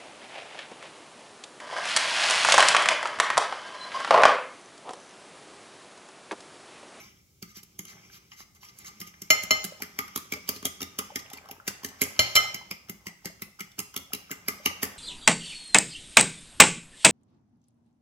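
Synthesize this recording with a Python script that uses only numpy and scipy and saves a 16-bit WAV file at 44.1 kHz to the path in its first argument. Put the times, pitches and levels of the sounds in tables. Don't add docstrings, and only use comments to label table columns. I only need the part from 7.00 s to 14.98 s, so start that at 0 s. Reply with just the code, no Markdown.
import sys
import numpy as np
from scipy import signal
from scipy.fft import rfft, irfft, next_fast_len
from scipy.io import wavfile
from scipy.ndimage import uniform_filter1d, map_coordinates

SR = 44100
rng = np.random.default_rng(int(sys.argv[2]) if len(sys.argv) > 2 else 0)


def gain_from_decibels(decibels):
    exponent = np.asarray(decibels, float) / 20
    return 10 ** exponent


def unload_audio(sound):
    columns = np.transpose(np.atleast_2d(sound))
    steps = np.round(np.clip(columns, -1, 1) * 32767)
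    wavfile.write(sys.argv[1], SR, steps.astype(np.int16))


N = 351918


def unit(x):
    return x / np.sqrt(np.mean(x ** 2) + 1e-20)


def along(points, hz):
    f, v = np.transpose(points)
    return np.interp(np.log(hz + 1), np.log(f + 1), v)


def filtered(x, response):
    m = next_fast_len(N + SR // 2)
    spectrum = rfft(x, m) * response(np.fft.rfftfreq(m, 1 / SR))
    return irfft(spectrum, m)[..., :N]


def body(modes):
    def response(f):
        total = 0
        for k, (centre, width, db) in enumerate(modes):
            resonance = 1j * f * width / (centre * centre - f * f + 1j * f * width)
            total = total + (-1) ** k * gain_from_decibels(db) * resonance
        return total
    return response


def add(track, s, sound):
    part = track[..., max(round(s * SR), 0):][..., :sound.shape[-1]]
    part += sound[..., :part.shape[-1]]


def wobble(rate_hz):
    knots = rng.standard_normal(int(N * rate_hz / SR) + 4)
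    return map_coordinates(knots, [np.arange(N) * rate_hz / SR])


def grit(count, spiky):
    size = np.exp(spiky * uniform_filter1d(rng.standard_normal(count), size=9))
    return unit(rng.standard_normal(count) * size)


def chatter(force, spiky):
    burst = force * grit(len(force), spiky)
    return burst * np.linalg.norm(force) / np.linalg.norm(burst)


def patchy(x, patchy_db):
    z = signal.stft(x, nperseg=512)[2]
    field = uniform_filter1d(rng.standard_normal(z.shape), size=7, axis=0)
    field = uniform_filter1d(field, size=6, axis=1)
    return signal.istft(z * gain_from_decibels(patchy_db * unit(field)), nperseg=512)[1][:N]


# t/s, click level/dB, sparkle over click/dB, spot f/Hz
BEATS = [(2.642, -30.5, 0.5, 7280), (2.821, -27.5, -3.5, 2025), (2.9886, -23.5, -1.5, 2130),
         (3.1597, -24.5, 1.5, 1267), (3.3228, -21, -3.5, 2306), (3.4901, -22, 0.5, 4800),
         (3.6531, -22.5, 1, 3350), (3.8172, -30, -3, 2890), (3.9876, -25, -2.5, 3030),
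         (4.158, -25.5, -3.5, 2110), (4.3332, -33.5, -3.5, 7730), (4.5114, -37, -1.5, 2690),
         (4.678, -24, 0, 1983), (4.8466, -28, 0, 1859), (5.017, -16.5, 0.5, 2153), (5.5442, -29, -4, 2180),
         (5.7112, -28.5, -5, 2446), (5.896, -35.5, 2, 2110), (6.068, -29.5, -6.5, 2050),
         (6.256, -29.5, -3.5, 1970), (6.4202, -31.5, 0.5, 2100), (6.6055, -32.5, -1.5, 2340),
         (6.79, -28, 0, 7440), (6.9632, -28, -0.5, 3440), (7.1334, -26, -2.5, 2844),
         (7.314, -29, -2.5, 2100), (7.483, -21.5, -1, 2165), (7.659, -15.5, -5.5, 2910),
         (7.83, -20, 0, 1920)]
BEAT_THUD_DB = [-13, -13, -13.5, -11.5, -14, -13, -11, -8.5, -10, -11.5, -12.5, -10, -10.5, -9, -11.5,
                -17.5, -15, -5.5, -15, -10.5, -12, -14.5, -12.5, -13, -12.5, -12, -13, -15, -10]
BOUNCE_DB = [0, -9.5, -16.5, -10, -6, -21, -13, -1, -13, -10, -24, -19, -7, -13, -11, -13, -18, -25.5, -16,
             -13.5, -16, -7, -6.5, -8.5, -9, -9, -15.5, -20, -19]
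# t/s, click level/dB, thud level/dB, sparkle level/dB, spot f/Hz
STIRS = [(0.4253, -38, -44, -38, 4700), (0.5695, -55, -53.5, -46, 5640), (0.631, -52, -63, -49, 5530),
         (0.7917, -37, -44.5, -31.5, 2160), (0.852, -44, -62, -47, 2994), (1.3174, -40.5, -79, -77, 2950),
         (1.4035, -46.5, -61, -51.5, 1095), (1.5492, -68, -77.5, -58, 6140), (1.6304, -44, -80, -62, 1034),
         (1.6863, -51, -73, -66, 5850), (1.7872, -53, -70, -42, 6200), (1.8459, -44, -62, -53, 1980),
         (2.0031, -51, -53, -38.5, 6640), (2.0144, -35, -47, -36, 2100), (2.0725, -50, -58.5, -48, 6160),
         (2.14, -52, -77, -71, 2120), (2.2197, -37, -47, -33, 6280), (2.4354, -34, -45.5, -30.5, 2080)]
GRAZE_S = [2.8022, 3.079, 3.562, 3.6274, 3.8055, 4.3008, 4.3728, 4.456, 4.4878, 4.668, 4.8331, 4.8871, 5.01,
           5.163, 5.886, 6.058, 6.247, 6.395, 6.595, 6.717, 6.783, 6.9412, 7.299, 7.3075]
# click level/dB, thud level/dB, spot f/Hz
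GRAZES = [(-47, -53, 6800), (-41, -72, 1500), (-37, -45, 4280), (-37.5, -43, 1200), (-35, -46, 1307),
          (-37, -68, 20000), (-42, -57, 2700), (-55, -72, 1180), (-41.5, -62, 1160), (-42.5, -56, 2100),
          (-38.5, -47.5, 1020), (-41, -69.5, 8000), (-35.5, -48.5, 4100), (-50, -70.5, 4500),
          (-48.5, -75, 1330), (-47, -73, 980), (-41, -74, 850), (-53, -69, 1360), (-36.5, -66, 1360),
          (-50.5, -81, 3570), (-39, -44.5, 1360), (-39, -60, 1377), (-53.5, -60, 1300), (-37, -41, 1700)]


def contacts():
    graze_sparkle_db = -9
    contact_ms, contact_scatter = 2.88, 0.31
    bounce_ms, bounce_scatter = 8, 0.3
    rows = []
    for (s, db, bright_db, hz), thud_db in zip(BEATS, BEAT_THUD_DB):
        rows.append((s, db, db + thud_db, db + bright_db, hz))
    rows += STIRS
    for s, (db, thud_db, hz) in zip(GRAZE_S, GRAZES):
        rows.append((s, db, thud_db, db + graze_sparkle_db, hz))
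    draws = rng.standard_normal((len(rows), 4))
    late = []
    for (s, *levels, hz), (_, when, _, pitch), late_db in zip(rows, draws, BOUNCE_DB):
        late_s = s + bounce_ms / 1000 * np.exp(bounce_scatter * when)
        late.append((late_s, *(np.array(levels) + late_db), hz * np.exp(0.15 * pitch)))
    lengths_ms = contact_ms * np.exp(contact_scatter * np.tile(draws[:, 0], 2))
    return [(*row, ms) for row, ms in zip(rows + late, lengths_ms)]


def landings():
    glass, steel, push, spot = np.zeros((4, N))
    lead_s, thud_leads_s = 0.02, 0.00297
    spot_t60_s, spot_sag_per_s = 0.019, 3.7
    t = np.arange(SR // 14) / SR - lead_s
    after = np.abs(t) * (t >= 0)
    skid = gain_from_decibels(-5.5) * np.exp(np.minimum(t, 0) / 0.0033) * (t < 0)
    for s, click_db, thud_db, sparkle_db, spot_hz, ms in contacts():
        press = np.exp(-(after / (max(ms, 0.3) / 1000)) ** 4)
        linger = gain_from_decibels(-9.0) * np.exp(-after / 0.019)
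        force = skid + (t >= 0) * (press + linger)
        add(glass, s - lead_s, gain_from_decibels(click_db + 2.5) * chatter(force, spiky=1.42))
        add(steel, s - lead_s, gain_from_decibels(sparkle_db + 12.5) * chatter(force ** 1.46, spiky=2.66))
        fade = gain_from_decibels(click_db + 2.5 - 60 * after / spot_t60_s) * (1 - np.exp(-after / 0.00052))
        tone = np.sin(2 * np.pi * spot_hz * after * (1 - spot_sag_per_s * after))
        add(spot, s - lead_s, fade * tone)
        add(push, s - thud_leads_s, gain_from_decibels(thud_db + 19.5) * np.hanning(SR // 900))
    return glass, steel, push, spot


# middle t/s, length/ms, steel level/dB, squeal f/Hz
SLIDES = [(0.5, 66, -56, 6030), (0.574, 65, -47, 5860), (0.899, 85, -48.5, 6160), (1.149, 78, -50, 5900),
          (1.329, 47, -55.5, 6940), (1.40, 84, -49.5, 6250), (1.56, 33, -58, 6200),
          (1.644, 76, -51.5, 5820), (1.69, 37, -53.5, 6050), (1.799, 91, -56, 6900),
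          (1.874, 53, -43.5, 6500), (2.007, 21, -47.5, 6800), (2.076, 64.6, -52, 6200),
          (2.432, 21, -40, 7540), (3.479, 10, -43, 7300), (3.561, 45, -45.5, 4300), (4.195, 29, -44, 6100),
          (5.353, 4.8, -24, 6900), (7.822, 14, -40, 6100)]


def slides():
    slide, squeal, glass = np.zeros((3, N))
    run_in_s, run_in_ms, run_in_db = 0.017, 32, -37.5
    squeal_db, squeal_width_hz, glass_db = 1.5, 250, -5.5
    run_ins = [(s - run_in_s, run_in_ms, db + run_in_db, hz) for s, db, _, hz in BEATS]
    for s, ms, steel_db, hz in SLIDES + run_ins:
        swell = np.hanning(round(1.3 * max(ms, 5) * SR / 1000))
        count = len(swell)
        start = s - count / SR / 2
        add(slide, start, gain_from_decibels(steel_db + 6.5) * swell * grit(count, spiky=0.73))
        smooth = max(round(SR / squeal_width_hz), 2)
        waver = unit(uniform_filter1d(rng.standard_normal(count), smooth))
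        tone = waver * np.sin(2 * np.pi * hz * np.arange(count) / SR)
        add(squeal, start, gain_from_decibels(steel_db + squeal_db - 6.5) * swell * tone)
        add(glass, start, gain_from_decibels(steel_db + glass_db + 9.5) * swell * grit(count, spiky=0.295))
    return slide, squeal, glass


# f/Hz, width/Hz, level/dB
BOTTOM = [(834, 25, -6), (939, 52, -6.5), (1269, 190, -1), (1970, 160, 0.5), (2192, 292, 1.5),
          (2844, 384, 0.5), (3350, 560, -5), (4880, 800, -1.5), (5590, 960, -1), (6930, 510, -10)]
TINES = [(6470, 3700, -11.5), (11000, 1500, -2.5), (12170, 430, 2), (13800, 1240, -6.5)]
SLIDING = [(4320, 2000, -8.5), (6250, 310, -7.5), (7300, 410, -4.5), (10560, 420, 0), (11800, 830, -1),
           (13800, 1800, -5)]
LOW_SONG = [(1187, 24, 0), (1224, 14.6, 7)]
HIGH_SONG = [(2038, 14.7, -3), (2130, 59, -3)]
COUNTER = [(86.5, 8.8, -2.5), (136, 37, -9.5), (199.2, 19.5, 0), (266.1, 21, 2.5), (363, 110, -7.5),
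           (420, 23.7, 1.5), (628, 96, -14)]
MIDDLE = [(110.7, 26, -0.5), (174.8, 15.8, 7), (208.5, 14, 8), (304.6, 29, -2.5), (382.6, 47.5, -2.5)]
DEEP = [(63.6, 12, -12), (85, 53, -4.5), (117.6, 5.1, 0)]
# t/s, 0 middle to 1 edge, floor freedom to sing/dB
PLACE = [(0, 0.12, 2), (.7, 0.13, -5.5), (1.3, 0.14, -6), (1.9, .12, 0.5), (2.5, 0.13, -2),
         (2.9, 0.92, -2.5), (3.8, 1, -2.5), (5, 1, -8.5), (5.6, 0.27, -17), (6.5, 0.16, -13),
         (6.9, 0.85, -12), (7.9, 1, -0.5)]


def taps():
    glass, steel, push, spot = landings()
    slide, squeal, rubbed_glass = slides()
    glass = glass + rubbed_glass
    s, *place = np.transpose(PLACE)
    edge, low_db = [np.interp(np.arange(N) / SR, s, p) for p in place]
    high_db = -5 * edge
    song = filtered(gain_from_decibels(low_db + 9.5) * glass, body(LOW_SONG))
    song += filtered(gain_from_decibels(high_db + 13.5) * glass, body(HIGH_SONG))
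    turn = np.pi / 2 * np.clip(edge, 0, 1)
    thud = filtered(np.sin(turn) * push, body(COUNTER)) + filtered(np.cos(turn) * push, body(MIDDLE))
    thud += gain_from_decibels(-9.5) * filtered(uniform_filter1d(push, size=150), body(DEEP))
    rub = patchy(filtered(slide, body(SLIDING)), patchy_db=2.5)
    click = patchy(filtered(glass, body(BOTTOM)) + filtered(steel, body(TINES)), patchy_db=2.5)
    return spot + squeal + song + thud + rub + click


# t/s, peak level/dB, thud level/dB, cabinet knock level/dB, sparkle level/dB
RIM = [
    (2.3032, -7.5, -37.5, -52, -17.5),
    (2.5075, -11, -35, -55, -23),
    (5.192, -8, -38.5, -37.5, -24.5),
    (5.3538, -10.5, -42, -44, -16.5),
    (5.3625, -13.9, -58.5, -62, -22),
]
RATTLE_MS = [3.7, 3.2, 1.5, 18, 20]
RING_HZ = [580, 625, 1252, 1318, 2080, 3011, 3080, 4109, 4260, 5351, 5631, 6782, 7190, 8410, 10570, 12175,
           14475]
# t60/s, level at each of the five blows/dB
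RING = [(0.052, -28.5, -23, -16.5, -27, -33.5), (0.15, -16, -16.5, -17.5, -21.5, -33.5),
        (0.19, -14.5, -12, -22, -17, -12.5), (0.12, -16, -21, -19, -18.5, -7),
        (0.16, -3, -3.5, -9, -17, -2), (0.11, -9, -7.5, -10.5, -16, -8.5), (0.072, -41, -19.5, -5, -12, -1),
        (0.049, -20.5, -7.5, -9.5, -6.5, -28), (0.1, -9, -7, -5, -16, -24),
        (0.14, -11.5, -9.5, -14, -4.5, -16.5), (0.073, -8.5, -11, -17, -9.5, -29.5),
        (0.04, -2, -2, -6, -13, -21.5), (0.045, -19, -22, -15.5, -9, -25),
        (.06, -37, -36, -37.5, -27.5, -22), (0.1, -30, -26, -10, -28, -19.5),
        (0.08, -23, -17, -29, -28, -13.5), (0.12, -14, -15, -15, -24, -13)]


def rim():
    ring, glass, steel, push, knock = np.zeros((5, N))
    t = np.arange(SR // 2) / SR
    late_db, late_cycles = -21, 2100
    attack = 1 - np.exp(-t / 0.00023)
    for blow, ((s, db, thud_db, deep_db, sparkle_db), ms) in enumerate(zip(RIM, RATTLE_MS)):
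        free = np.maximum(t - ms / 1000, 0)
        for hz, (t60, *levels) in zip(RING_HZ, RING):
            fade = gain_from_decibels(-60 * free / t60) + gain_from_decibels(late_db - 60 * t * (hz + 1100) / late_cycles / 0.82)
            add(ring, s, gain_from_decibels(db - 4.5 + levels[blow]) * fade * attack * np.sin(2 * np.pi * hz * t))
        add(glass, s, chatter(gain_from_decibels(db + 4.5 - 60 * t / 0.03), spiky=0.64))
        add(steel, s, gain_from_decibels(sparkle_db + 13.5 - 60 * t / 0.052) * grit(len(t), spiky=0.96))
        add(glass, s, gain_from_decibels(db + 5) * np.hanning(SR // 8000))
        add(push, s, gain_from_decibels(thud_db + 23.0) * np.hanning(SR // 1100))
        add(knock, s, gain_from_decibels(deep_db + 25.5) * np.hanning(SR // 300))
    blows = filtered(glass, body(BOTTOM)) + filtered(steel, body(TINES))
    blows += filtered(push, body(COUNTER)) + filtered(knock, body(DEEP))
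    return ring, blows


def bubble(hz, cycles, count):
    u = np.arange(count) / SR * hz
    fade = gain_from_decibels(-30 * u / cycles) * (1 - np.exp(-u / 1.22))
    return fade * np.sin(2 * np.pi * u * (1 + 0.068 * u / cycles))


def froth(count=1600):
    when, pitch, size = rng.random(count), rng.standard_normal(count), rng.exponential(size=count)
    hz = 1400 * np.exp(0.42 * pitch)
    rows = gain_from_decibels(2.6 * np.minimum(size, 3))[:, None] * bubble(hz[:, None], 2.4, count=700)
    where = (when * N).astype(int)[:, None] + np.arange(rows.shape[1])
    return unit(np.bincount(where.ravel(), rows.ravel(), minlength=N)[:N])


# t/s, pressure level/dB, slop over drag/dB
HAND = [(0, -50.5, -34), (.25, -78, -45), (.5, -79, -18), (.7, -71, -18), (.95, -60.5, 0.5),
        (1.3, -69.5, -10), (1.55, -79, 4), (1.85, -59.5, -6), (2.15, -65.5, -8), (2.8, -64, 4),
        (3.5, -58.5, -18), (4.1, -62.5, 4.5), (4.7, -78, 22), (5.2, -52, -3), (5.8, -73, 6),
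        (6.7, -78.5, 7.5), (7.3, -65.5, 1), (7.98, -60.5, 11.5)]
# f/Hz, density/dB per Hz
SLOP = [(300, 0), (700, 13.5), (1200, 3.5), (1600, 7.5), (2100, 8), (3200, -36), (5000, -43), (8000, -51.5)]
# t/s, peak level/dB, f/Hz
BUBBLES = [(0.933, -34, 1720), (1.1, -37, 1450), (1.405, -30, 1060), (2.141, -34.5, 1830),
           (2.721, -30, 553), (2.804, -32.5, 800), (3.022, -33, 3050), (4.019, -36, 900),
           (4.042, -40, 1250), (4.103, -30.5, 810), (4.119, -38, 540), (4.262, -32, 2660),
           (4.315, -33.5, 750), (4.368, -36.5, 892), (4.384, -28, 2200), (4.458, -34, 1150),
           (4.469, -40, 1220), (4.496, -31, 726), (4.6, -31, 1310), (5.03, -34.5, 560), (5.445, -31.5, 800),
           (5.612, -34, 910), (6.3, -42.5, 630), (6.59, -37, 1290), (6.945, -41, 1010), (6.975, -34, 1250),
           (7.105, -44.5, 690), (7.12, -35, 1250), (7.243, -45, 2200), (7.296, -36, 1250),
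           (7.599, -42, 566)]


def egg():
    shake_db, shake_t60_s, earlier_blow_db = -28.5, 0.52, -35.5
    rumble_db, rumble_follows = -65.5, 0.6
    life_cycles, life_grows_per_s = 3.6, 1
    s, *hand = np.transpose(HAND)
    t = np.arange(N) / SR
    press_db, depth_db = [np.interp(t, s, db) for db in hand]
    shaken = np.zeros(N)
    for s, db, *_ in RIM + [(0, earlier_blow_db)]:
        shaken += gain_from_decibels(db + shake_db - 60 * np.abs(t - s) / shake_t60_s) * (t >= s)
    drag = gain_from_decibels(press_db + 1.26 * wobble(7.4)) + gain_from_decibels(-3.5) * shaken
    slop = gain_from_decibels(press_db + depth_db + 1.2 * wobble(11))
    rumble = gain_from_decibels(rumble_db + rumble_follows * (press_db - press_db.mean()) + 1.1 * wobble(3.6))

    rub = grit(N, spiky=0.77)
    scrape = filtered(rub, body(TINES)) + gain_from_decibels(3.5) * filtered(rub, body(BOTTOM)) + gain_from_decibels(-16) * rub
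    swash = unit(filtered(grit(N, spiky=0.34), lambda hz: gain_from_decibels(along(SLOP, hz))))
    wet = drag * patchy(unit(scrape), patchy_db=2.5)
    wet += (gain_from_decibels(-10.0) * slop + gain_from_decibels(-5.0) * shaken) * patchy(swash, patchy_db=1.5)
    wet += gain_from_decibels(-6.5) * slop * froth()
    wet += gain_from_decibels(-3.0) * rumble * unit(filtered(rng.standard_normal(N), body(MIDDLE)))
    for s, db, hz in BUBBLES:
        add(wet, s, gain_from_decibels(db) * bubble(hz, life_cycles + life_grows_per_s * s, count=SR // 20))
    return wet


def splash(count=6):
    level_db, fade_db, from_s, span_s = -7.5, 22.5, -0.0069, 0.11
    wet = np.zeros(N)
    for (s, db, *_), draws in zip(BEATS, rng.random((len(BEATS), count, 3))):
        for late, pitch, size in draws:
            plop = bubble(900 * np.exp(1.3 * (pitch - 0.5)), 7.1, count=SR // 30)
            plop_db = db + level_db - fade_db * late - 4.3 * size
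            add(wet, s + from_s + span_s * late, gain_from_decibels(plop_db) * plop)
    return wet


def nearby(x, count=10):
    path = np.zeros((2, SR // 40))
    delay = (rng.random((2, count)) ** 1.5 * 0.018 * SR).astype(int) + SR // 2000
    echo = rng.standard_normal((2, count)) * gain_from_decibels(-60 * delay / SR / 0.054)
    np.put_along_axis(path, delay, echo, axis=1)
    path = path / np.linalg.norm(path, axis=1)[:, None]
    far = lambda hz: 1 - 1 / (1 + (hz / 600) ** 2)
    return filtered(signal.oaconvolve(x[None], path, axes=1)[:, :N], far)


# f/Hz, t60/s
KITCHEN = [(100, 0.14), (500, 0.49), (1500, 0.51), (4000, 0.55), (8000, 0.41), (16000, 0.25)]


def kitchen(x, count=3):
    which = (np.arange(N) // (SR // 6)) % count
    wet = 0
    for k in range(count):
        hz, t, z = signal.stft(rng.standard_normal((2, SR // 2)), SR, nperseg=256)
        alike = 1 / (1 + (hz[:, None] / 320) ** 2)
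        z[1] = alike * z[0] + np.sqrt(1 - alike ** 2) * z[1]
        fade = gain_from_decibels(-60 * t / along(KITCHEN, hz)[:, None])
        tail = signal.istft(z * fade, SR, nperseg=256)[1]
        tail = tail / np.linalg.norm(tail[0])
        wet = wet + signal.oaconvolve((x * (which == k))[None], tail, axes=1)
    return np.pad(wet, ((0, 0), (SR // 250, 0)))[:, :N]


# f/Hz, density/dB per Hz
HUSH = [(20, -33), (60, 0), (130, -2.5), (250, -13.5), (500, -22.5), (1500, -42), (3500, -27.5),
        (6500, -20.5), (9300, -28), (12000, -25.5), (15700, -25.5), (16700, -56)]
# f/Hz, left-right likeness
ALIKE = [(30, 0.53), (100, 1), (400, 0.73), (1000, 0.26), (15000, .1)]


def hush():
    def spread(hz):
        turn = np.arccos(np.clip(along(ALIKE, hz), -1, 1)) / 2
        return gain_from_decibels(along(HUSH, hz)) * [np.cos(turn), np.sin(turn)]
    mid, side = filtered(rng.standard_normal((2, N)), spread)
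    return gain_from_decibels(-64.5) * unit(np.array([mid + side, mid - side]))


# f/Hz, left over right/dB
PORT_LEVEL = [(60, 0), (800, -0.5), (2000, 1), (4000, -0.5), (7000, 1.5), (10000, -8.5), (15000, -7)]
# f/Hz, left phase lead/rad
PORT_TURN = [(60, -0.1), (300, 0.44), (690, 0.5), (1200, -2), (2070, -1.5), (2930, -1.4), (4480, 1),
             (5250, -4.5), (7100, -5), (9300, -4), (12900, -8), (15000, -7.5)]
# f/Hz, gain/dB
PORT_COLOUR = [(20, 2), (7000, 1), (7900, -3.5), (8800, -6.5), (9800, -8), (10500, -9), (15900, -3),
               (16900, -20.5)]


def scene():
    ring, blows = rim()
    dish = taps() + blows + egg() + splash()

    def ports(hz):
        level = gain_from_decibels(np.outer([0.5, -0.5], along(PORT_LEVEL, hz)))
        return level * np.exp(np.outer([0.5j, -0.5j], along(PORT_TURN, hz)))
    near = filtered(dish + ring, ports)
    near = near + nearby(gain_from_decibels(-4.5) * dish + gain_from_decibels(-14.5) * ring)
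    near = near + kitchen(gain_from_decibels(-9.0) * dish + gain_from_decibels(-10.5) * ring)
    return filtered(near, lambda hz: gain_from_decibels(along(PORT_COLOUR, hz))) + hush()


def low_pass(x):
    return signal.sosfilt(signal.butter(12, 16960, fs=SR, output="sos"), x)


def record(dry):
    top = 0.93
    mix = dry / (1 + np.abs(dry / top) ** 4) ** (1 / 4)
    return low_pass(mix)


dry = scene()
out = record(dry)
unload_audio(out)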